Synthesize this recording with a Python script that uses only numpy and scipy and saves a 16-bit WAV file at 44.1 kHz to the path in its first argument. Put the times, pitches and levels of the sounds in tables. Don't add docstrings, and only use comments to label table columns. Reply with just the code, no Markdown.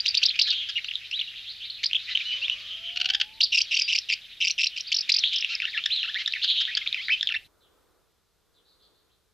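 import sys
import numpy as np
from scipy import signal
from scipy.fft import rfft, irfft, next_fast_len
from scipy.io import wavfile
from scipy.ndimage import uniform_filter1d, minimum_filter1d

SR = 44100
rng = np.random.default_rng(int(sys.argv[2]) if len(sys.argv) > 2 else 0)


def dump(signal):
    limited = np.clip(np.atleast_2d(signal).T, -1, 1)
    pcm = np.round(limited * 32767).astype(np.int16)
    wavfile.write(sys.argv[1], SR, pcm)


N = 411453
TIME = np.arange(N) / SR
CHATTER_END_S, TOP_HZ = 7.475, 15500

BENDS = {"arch": (.66, .93, 0.98, .72), "sweep": (0.51, .93, 0.99, 0.96), "rise": (.86, .92, 1.06, 1.22),
         "dip": (1.5, .96, .95, 1.3), "fall": (1.1, 1.06, .93, .82), "level": (.96, 1.01, 1.0, .99)}
# frequency in Hz, relative level in dB.
HISS_SPECTRUM = [(900, 1), (3000, 2.5), (7000, -2), (12500, -0.5), (15500, -10.5)]


def close_birds():
    calls = chirp_pairs() + churrs() + trills() + stutter() + warble()
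    return signal.sosfilt(signal.butter(4, 1150, "high", fs=SR, output="sos"), calls)


def chirp_pairs():
    # start, delay of the upsweep and syllable length in seconds, relative level in dB.
    pairs = [(0.055, .023, .018, -17.5), (0.143, 0.027, .014, -15), (0.228, 0.025, .014, -13),
             (0.39, 0.023, 0.011, -9), (1.836, .021, .012, -17.5), (3.403, 0.025, .02, -14.5)]
    arch_hz, sweep_hz = (2507, 2890, 3720, 4643, 2900), (2720, 4280, 4850, 4900, 4530)
    out = np.zeros(N)
    for s, gap, length, db in pairs:
        arch = harsh_syllable(length, arch_hz, overtone_db=-6, rasp=.93, flutter_hz=290)
        sweep = harsh_syllable(length, sweep_hz, overtone_db=-12.5, rasp=.58, flutter_hz=310)
        add(out, s, from_db(db) * arch)
        add(out, s + gap, from_db(db + 1) * sweep)
    return out


def churrs(flick_s=.008):
    # start and growl length in seconds, syllables, period in seconds, relative level in dB.
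    calls = [(3.520, .023, 3, 0.029, -12.5), (3.710, 0.03, 4, 0.023, -15), (3.877, 0.045, 3, .026, -15.5),
             (4.087, 0.032, 1, 0.035, -16), (4.403, 0.04, 3, 0.026, -15), (4.578, 0.027, 3, .026, -15),
             (4.76, 0.013, 2, .023, -23.5)]
    growl_hz, body_hz, flick_hz = (2650, 2790, 2570), (2570, 2646, 3100), (3700, 5040, 5500)
    out = np.zeros(N)
    for s, growl_s, syllables, period, db in calls:
        growl = harsh_syllable(growl_s, growl_hz, overtone_db=-6.5, rasp=1, flutter_hz=233)
        add(out, s, from_db(db - 5) * growl)
        body_s = .72 * period - flick_s / 2
        for k, along in enumerate(np.linspace(0, 1, syllables)):
            start = s + growl_s + k * period
            arched_db = db - 2 * (2 * along - 1) ** 2
            body = harsh_syllable(body_s, body_hz, overtone_db=-3, rasp=.94, flutter_hz=190)
            flick = harsh_syllable(flick_s, flick_hz, overtone_db=-11.5, rasp=.92, flutter_hz=240)
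            add(out, start, from_db(arched_db - 6 * along ** 2) * body)
            add(out, start + body_s - flick_s / 2, from_db(arched_db - 6 + 7 * along) * flick)
    return out


def trills(hook_s=.015, sweep_s=.0105, fade_db=-1.4):
    # start in seconds, syllables, period in seconds, relative level in dB.
    calls = [(4.917, 5, 0.021, -14.5), (5.091, 5, .022, -11), (5.33, 4, .023, -22.5)]
    hook_hz, sweep_hz = (2484, 2490, 3640, 4800), (2600, 4830, 5095, 5580)
    out = np.zeros(N)
    for s, syllables, period, db in calls:
        hook = harsh_syllable(hook_s, hook_hz, overtone_db=-3, rasp=1, flutter_hz=280)
        add(out, s, from_db(db - 2) * hook)
        for k in range(1, syllables):
            sweep = harsh_syllable(sweep_s, sweep_hz, overtone_db=-14, rasp=.68, flutter_hz=270)
            add(out, s + hook_s - sweep_s + k * period, from_db(db + k * fade_db) * sweep)
    return out


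def stutter(note_s=.0095, grace_s=.008, lead_s=.0115, bend=(1.1, 1.03, .97, .99)):
    # start in seconds, relative level in dB, pitch in Hz.
    notes = [(2.9695, -18.5, 1444), (3.0110, -15, 1487), (3.0550, -15, 1460), (3.0990, -14, 1530),
             (3.1460, -13.5, 1638), (3.2105, -13, 1532)]
    out = np.zeros(N)
    for s, db, hz in notes:
        pitches = hz * np.array(bend)
        for start, length, level_db in (s - lead_s, grace_s, db - 6), (s, note_s, db):
            note = syllable(length, pitches, overtone_db=-5, rasp=.39, flutter_hz=450,
                            swell=.7, waver=.25)
            add(out, start, from_db(level_db) * note)
    return out


def warble(tick_s=.0037):
    # start and length in seconds, relative level in dB, pitch in Hz, bend.
    whistles = [(0.0, .010, -16.5, 4900, "sweep"), (0.1, 0.014, -24, 4600, "level"),
                (0.261, 0.0091, -21.5, 4050, "arch"), (0.283, 0.019, -20, 4220, "arch"),
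                (0.304, 0.013, -23, 3420, "arch"), (0.504, 0.013, -15.5, 3930, "dip"),
                (0.7547, 0.029, -22, 2846, "level"), (0.773, 0.025, -28, 2316, "dip"),
                (0.882, 0.011, -25, 3010, "rise"), (0.909, .008, -24, 2790, "fall"),
                (1.123, 0.034, -25, 3150, "rise"), (1.188, .017, -22.5, 3560, "rise"),
                (1.210, 0.0109, -21, 3110, "dip"), (1.945, 0.024, -17.5, 3493, "arch"),
                (2.077, 0.054, -34.5, 2015, "level"), (2.15, 0.01, -14, 3060, "level"),
                (2.193, 0.038, -28.5, 2586, "dip"), (2.252, 0.076, -26.5, 2950, "level"),
                (2.307, 0.072, -25, 3003, "level"), (2.415, 0.052, -24, 3060, "rise"),
                (2.513, 0.032, -23, 2955, "level"), (5.237, 0.0073, -12.5, 3360, "sweep"),
                (5.243, .024, -24, 3770, "level"), (5.620, 0.041, -28, 1513, "dip"),
                (5.67, 0.023, -32.5, 1907, "dip"), (5.73, 0.061, -29.5, 1865, "dip"),
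                (5.769, 0.029, -26, 1412, "arch"), (6.033, .03, -27.5, 1460, "dip"),
                (6.075, .031, -28, 1560, "rise"), (6.147, 0.034, -25.5, 1950, "rise"),
                (6.348, 0.026, -28.5, 2050, "fall"), (6.671, 0.04, -31.5, 1980, "arch"),
                (6.807, 0.027, -31.5, 1156, "dip"), (6.858, 0.018, -28, 1294, "dip"),
                (6.956, 0.072, -31, 1115, "dip"), (7.090, 0.06, -19, 2644, "sweep"),
                (7.115, 0.04, -22, 3050, "level"), (7.295, 0.035, -29.5, 1510, "dip"),
                (7.339, 0.017, -22.5, 1943, "dip"), (7.355, 0.018, -25, 2690, "level")]
    # pitch in Hz, dB per overtone.
    purity = [(1200, -9), (2000, -15.5), (3000, -22)]
    # start and length in seconds, relative level in dB, pitch in Hz.
    nasal_notes = [(0.217, 0.017, -26, 1490), (0.355, 0.012, -30, 1620), (0.47, .023, -25, 1700),
                   (0.522, 0.018, -26, 1458), (0.687, .019, -24.5, 1623), (0.844, 0.0036, -20, 1430),
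                   (1.111, 0.0062, -25, 2620), (1.831, 0.011, -24, 2170), (2.082, 0.057, -30.5, 1003),
                   (5.489, 0.064, -27, 1366), (5.858, 0.0061, -13, 1725), (6.184, .044, -27, 1030),
                   (6.2755, .008, -18.5, 1783), (6.439, 0.013, -19.5, 1616), (6.605, 0.017, -23, 1607),
                   (6.77, .011, -15.5, 1632), (7.228, 0.0043, -14.5, 1823)]
    # start in seconds, relative level in dB, pitch in Hz.
    ticks = [(0.9358, -23, 3500), (0.9544, -13, 3720), (1.911, -15.5, 2680), (1.9311, -10.5, 3080),
             (2.173, -11, 2970), (2.4808, -17.5, 2710), (2.497, -10, 3040), (5.4244, -14, 2710),
             (5.445, -8.5, 2720), (5.5514, -14.5, 5170), (5.6, -14.5, 2520), (5.6192, -11, 2670),
             (5.6526, -14.5, 2790), (5.7753, -15, 2760), (5.8375, -15.5, 3570), (5.9621, -13.5, 4060),
             (6.0298, -13, 2780), (6.143, -19, 3490), (6.2597, -13.5, 3710), (6.322, -19, 3880),
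             (6.3359, -11, 2630), (6.6174, -20.5, 3000), (6.6516, -15.5, 3320), (6.7505, -12.5, 4670),
             (6.873, -12, 3530), (6.926, -14, 3540), (6.9439, -10.5, 2630), (7.0824, -16, 2150),
             (7.209, -13.5, 3680), (7.2715, -6, 3570), (7.2898, -12.5, 3040), (7.3214, -15.5, 2670)]
    nasal_bend = (.92, 1.01, 1.02, .93)
    tick_bend = (0.934, 1.035)
    out = np.zeros(N)
    for s, length, db, hz, bend in whistles:
        rasp = np.interp(length, [.015, .05], [.6, .25])
        pitches = hz * np.array(BENDS[bend])
        whistle = syllable(length, pitches, at_hz(purity, hz), rasp, flutter_hz=219, waver=.06)
        add(out, s, from_db(db + 1) * whistle)
    for s, length, db, hz in nasal_notes:
        note = syllable(length, hz * np.array(nasal_bend), overtone_db=-4.5, rasp=.58,
                        flutter_hz=300, swell=.22, waver=.14)
        add(out, s, from_db(db - .5) * note)
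    for s, db, hz in ticks:
        tick = syllable(tick_s, hz * np.array(tick_bend), overtone_db=-17, rasp=.57,
                        flutter_hz=400, swell=.96, waver=.1)
        add(out, s, from_db(db - 1) * tick)
    return out


def harsh_syllable(length, pitches, overtone_db, rasp, flutter_hz):
    pitches = np.array(pitches) * (1 + .03 * rng.standard_normal(len(pitches)))
    first = syllable(length, pitches, overtone_db, rasp, flutter_hz, swell=.39, waver=.09)
    second = syllable(length, np.minimum(1.3 * pitches, 5500), overtone_db, rasp, flutter_hz)
    return first + from_db(-11) * rasp ** 2 * second


def syllable(length, pitches, overtone_db, rasp, flutter_hz, swell=.45, waver=.125):
    # frequency in Hz, gain in dB.
    throat = [(900, -45.5), (1500, -13.5), (2100, 2), (2900, 9.5), (5200, 5), (6500, -4.5), (7700, -14),
              (9000, -32.5), (14000, -37)]
    count = int(np.clip(length * SR, 16, 7000))
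    along = np.linspace(0, 1, count)
    contour = np.polyfit(np.linspace(0, 1, len(pitches)), pitches, len(pitches) - 1)
    shake = rms_one(band(rng.standard_normal((2, 8000)), flutter_hz / 3, flutter_hz))
    pitch_shake, strength_shake = shake[:, 1000:1000 + count]
    hz = np.maximum(np.polyval(contour, along) * (1 + waver * rasp * np.tanh(pitch_shake)), 800)
    beat_phase = 2 * np.pi * (rng.random() + np.cumsum(flutter_hz * (1 + .5 * strength_shake)) / SR)
    strength = (1 + min(rasp, .65) * np.sin(beat_phase)) * from_db(3 * rasp * strength_shake)
    harmonic = np.arange(1, 8)[:, None]
    weights = from_db(at_hz(throat, harmonic * hz) + (harmonic - 1) * overtone_db)
    weights *= harmonic * hz < TOP_HZ
    weights /= np.sqrt(np.sum(weights ** 2, axis=0)) + 1e-9
    tone = np.sum(weights * np.sin(harmonic * 2 * np.pi * np.cumsum(hz) / SR), axis=0)
    edges = signal.windows.tukey(count, min(90 / count, 1))
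    voice = tone * rms_one(strength) * edges * np.sin(np.pi * along).clip(0) ** swell
    low_cut = signal.butter(4, .8 * min(pitches), "high", fs=SR, output="sos")
    return signal.sosfilt(low_cut, np.pad(voice, (0, 100)))


def far_birds(calls, overtone_db):
    out = np.zeros(N)
    for s, length, db, rasp, hz, bend in calls:
        call = syllable(length, hz * np.array(BENDS[bend]), overtone_db, rasp, flutter_hz=281.3, waver=.17)
        add(out, s, from_db(db) * call)
    return out


def colony(calls_per_s=40, centre_hz=3350):
    # time in seconds, relative level in dB.
    levels = [(0.0, -30), (1.78, -38), (2.22, -27.5), (3.46, -42.5), (3.71, -32.5), (4.46, -41),
              (5.13, -31.5), (7.2, -32), (7.45, -49)]
    # frequency in Hz, relative level in dB.
    wash_spectrum = [(900, -37.5), (1300, -15.5), (1900, -6), (2900, -2), (4200, -3.5), (5200, -9),
                     (7000, -21.5), (9000, -49.5)]
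    draws = rng.random((int(calls_per_s * CHATTER_END_S), 5))
    calls = []
    for i, (when, length, loud, tune, shape) in enumerate(draws):
        hz = centre_hz * 1.5 ** (tune - .5)
        bend = list(BENDS)[int(shape * len(BENDS))]
        calls.append(((i + when) / calls_per_s, .015 + .05 * length, 5 * loud, .6, hz, bend))
    voices = rms_one(street_echoes(far_birds(calls, overtone_db=-16), t60=.12))
    wash = from_db(-8) * air_noise(wash_spectrum)
    return from_db(-7) * gain_curve(levels) * (.8 * voices + wash)


def street_echoes(x, t60, echoes_per_s=1500, width=.12):
    t = np.arange(SR) / SR
    arrivals = rng.standard_normal((2, SR)) * (rng.random((2, SR)) < echoes_per_s / SR) * (t > .008)
    arrivals *= from_db(-60 * t / t60)
    tails = band(arrivals, 1000, 4800) / np.sqrt(np.sum(arrivals ** 2, axis=1, keepdims=True))
    mid, side = signal.fftconvolve(x[None], tails, axes=1)[:, :N]
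    return mid + width * side * [[1], [-1]]


def motor():
    # time in seconds, pitch in Hz, levels of fundamental and octave in dB.
    run_up = [(2.33, 520, -64, -68), (2.70, 612, -73, -65), (2.82, 669, -64.5, -68),
              (3.03, 722, -57.5, -75), (3.17, 803, -61.5, -81), (3.39, 900, -64.5, -85),
              (3.47, 905, -83, -100)]
    hz, fundamental_db, octave_db = in_time(run_up)
    waver = np.interp(TIME, [2.4, 2.8], [.09, .012]) * rms_one(band(rng.standard_normal(N), 13, 80))
    phase = 2 * np.pi * np.cumsum(hz * (1 + waver)) / SR
    running = (TIME > run_up[0][0]) & (TIME < run_up[-1][0])
    whine = from_db(fundamental_db) * np.sin(phase) + from_db(octave_db) * np.sin(2 * phase)
    return running * np.sqrt(2) * whine


def street_air():
    # time in seconds, level in dB.
    rumble_levels = [(0, -61.5), (0.9, -66.5), (3.0, -62), (4.2, -66), (7.4, -64)]
    # frequency in Hz, relative level in dB.
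    rumble_spectrum = [(15, -39), (25, -1), (102, -8.5), (130, -10.5), (300, -17), (329, -18), (361, -16.5),
                       (818, -23), (1000, -30.5), (1300, -62), (2200, -120)]
    rumble = gain_curve(rumble_levels) * air_noise(rumble_spectrum)
    return rumble + from_db(-66) * air_noise(HISS_SPECTRUM)


def mains_hum():
    # time in seconds, level in dB.
    levels = [(0, -69.5), (2.9, -69), (3.7, -78.5), (7.4, -76)]
    return gain_curve(levels) * np.sin(2 * np.pi * 100 * TIME)


def still_air():
    # time in seconds, level in dB.
    rush_levels = [(7.47, -69), (7.8, -66.5), (8.0, -70), (8.25, -81), (8.6, -72.5), (8.9, -70), (9.3, -80)]
    # frequency in Hz, relative level in dB.
    rush_spectrum = [(150, -19), (300, -1), (440, 0.5), (750, -8.5), (1350, -6), (1900, -17.5),
                     (2700, -24.5)]
    air_spectrum = [(15, -30), (25, -10), (44, -3), (80, -4), (99, -10), (214, -14), (278, -31), (451, -9),
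                    (534, -25), (1470, -24), (2620, -34), (3580, -21.5), (7940, -31.5), (10300, -58),
                    (17500, -120)]
    rush = gain_curve(rush_levels) * air_noise(rush_spectrum)
    return rush + from_db(-72.5) * air_noise(air_spectrum) + from_db(-77.5) * air_noise(HISS_SPECTRUM)


def air_noise(spectrum):
    # frequency in Hz, likeness of left and right from 0 to 1.
    likeness = [(40, 0.1), (250, 0.1), (900, 0.8), (2000, 1), (5000, 0.6), (10000, 0.78)]
    size = next_fast_len(N) * 2
    hz = np.maximum(np.fft.rfftfreq(size, 1 / SR), 1)
    gain = from_db(at_hz(spectrum, hz)) * (hz > 20)
    alike = at_hz(likeness, hz)
    mid, side = rfft(rng.standard_normal((2, size)))
    stereo = np.sqrt(1 + alike) * mid + np.sqrt(1 - alike) * side * [[1], [-1]]
    return rms_one(irfft(gain * stereo)[:, :N])


def from_db(db):
    return 10 ** (np.asarray(db) / 20)


def rms_one(x):
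    return x / np.sqrt(np.mean(x ** 2) + 1e-20)


def in_time(rows):
    s, *columns = np.transpose(rows)
    return [np.interp(TIME, s, column) for column in columns]


def gain_curve(levels):
    return from_db(in_time(levels)[0])


def at_hz(points, hz):
    known_hz, values = np.transpose(points)
    return np.interp(np.log(hz), np.log(known_hz), values)


def band(x, low_hz, high_hz):
    return signal.sosfilt(signal.butter(2, [low_hz, high_hz], "band", fs=SR, output="sos"), x)


def delayed(x, delay_s):
    return np.interp(TIME - delay_s, TIME, x, left=0)


def add(track, s, sound):
    start = max(round(s * SR), 0)
    track[start:start + len(sound)] += sound[:N - start]


def by_the_wall():
    # start and length in seconds, relative level in dB,
    # rasp from 0 to 1, pitch in Hz, bend.
    answers = [(0.419, 0.054, -21.5, .4, 4100, "level"), (0.460, .081, -22, .9, 3500, "fall"),
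               (0.517, .13, -25.5, .5, 3194, "level"), (1.152, 0.03, -25, .05, 3880, "level"),
               (1.271, 0.023, -30, .05, 3040, "dip"), (1.337, 0.074, -34, .8, 3580, "sweep"),
               (1.462, 0.064, -30.5, .5, 3850, "rise"), (1.601, 0.07, -31, .5, 3460, "rise"),
               (1.698, 0.014, -25, .2, 4350, "arch"), (2.686, 0.079, -29.5, .45, 3126, "level"),
               (2.823, 0.1, -30.5, .4, 3070, "level"), (3.428, 0.041, -23.5, .7, 4380, "fall"),
               (3.811, .071, -28, .2, 4760, "level"), (4.863, 0.033, -30.5, .3, 4800, "arch"),
               (5.183, 0.043, -26, .1, 4100, "fall"), (5.224, 0.075, -20.5, .9, 3500, "level"),
               (5.314, 0.068, -20, .9, 3287, "level"), (5.900, 0.065, -18.5, .2, 4125, "sweep"),
               (5.945, 0.073, -24, .1, 3550, "fall"), (6.414, 0.049, -19, .8, 3915, "arch"),
               (6.477, 0.053, -15, .8, 3610, "level"), (6.552, 0.078, -19, .9, 3383, "level")]
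    close, far = close_birds(), far_birds(answers, overtone_db=-19)
    direct = close + from_db(-2.5) * far
    reflections = from_db(-17.5) * delayed(close, .0022) + from_db(-14) * delayed(close, .0052)
    eaves = from_db(-18) * street_echoes(close, t60=.052, width=.6)
    street = from_db(-15) * street_echoes(close, t60=.16) + from_db(-5.5) * street_echoes(far, t60=.52)
    return direct + reflections + eaves + street + colony() + street_air() + mains_hum() + motor()


def in_the_quiet():
    # start and length in seconds, relative level in dB, rasp from 0 to 1, pitch in Hz, bend.
    chirps = [(7.603, 0.076, -61.5, .6, 3600, "fall"), (8.539, 0.077, -63.5, .6, 3640, "fall"),
              (8.645, 0.12, -60.5, 0.7, 4070, "level"), (8.793, 0.097, -58.5, 0.95, 3910, "level"),
              (8.937, .09, -66, 0.95, 3920, "level"), (9.088, 0.077, -68, 0.77, 3850, "sweep")]
    birds = far_birds(chirps, overtone_db=-20)
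    direct = from_db(-1.5) * np.array([birds, delayed(birds, .00027)])
    return direct + still_air() + from_db(-7) * street_echoes(birds, t60=.61, width=.98)


def scene(crossfade_s=.014):
    chatter = np.clip((CHATTER_END_S - TIME) / crossfade_s + .5, 0, 1)
    return chatter * by_the_wall() + (1 - chatter) * in_the_quiet()


def record(dry, ceiling=.38, headroom=1.05):
    allowed = np.minimum(1, ceiling / (np.abs(dry).max(axis=0) + 1e-9))
    gain = uniform_filter1d(minimum_filter1d(allowed, size=45), size=45)
    rounded = headroom * np.tanh(dry * gain / headroom)
    return signal.sosfilt(signal.cheby2(12, 60, TOP_HZ + 700, fs=SR, output="sos"), rounded)


dry = scene()
out = record(dry)
dump(out)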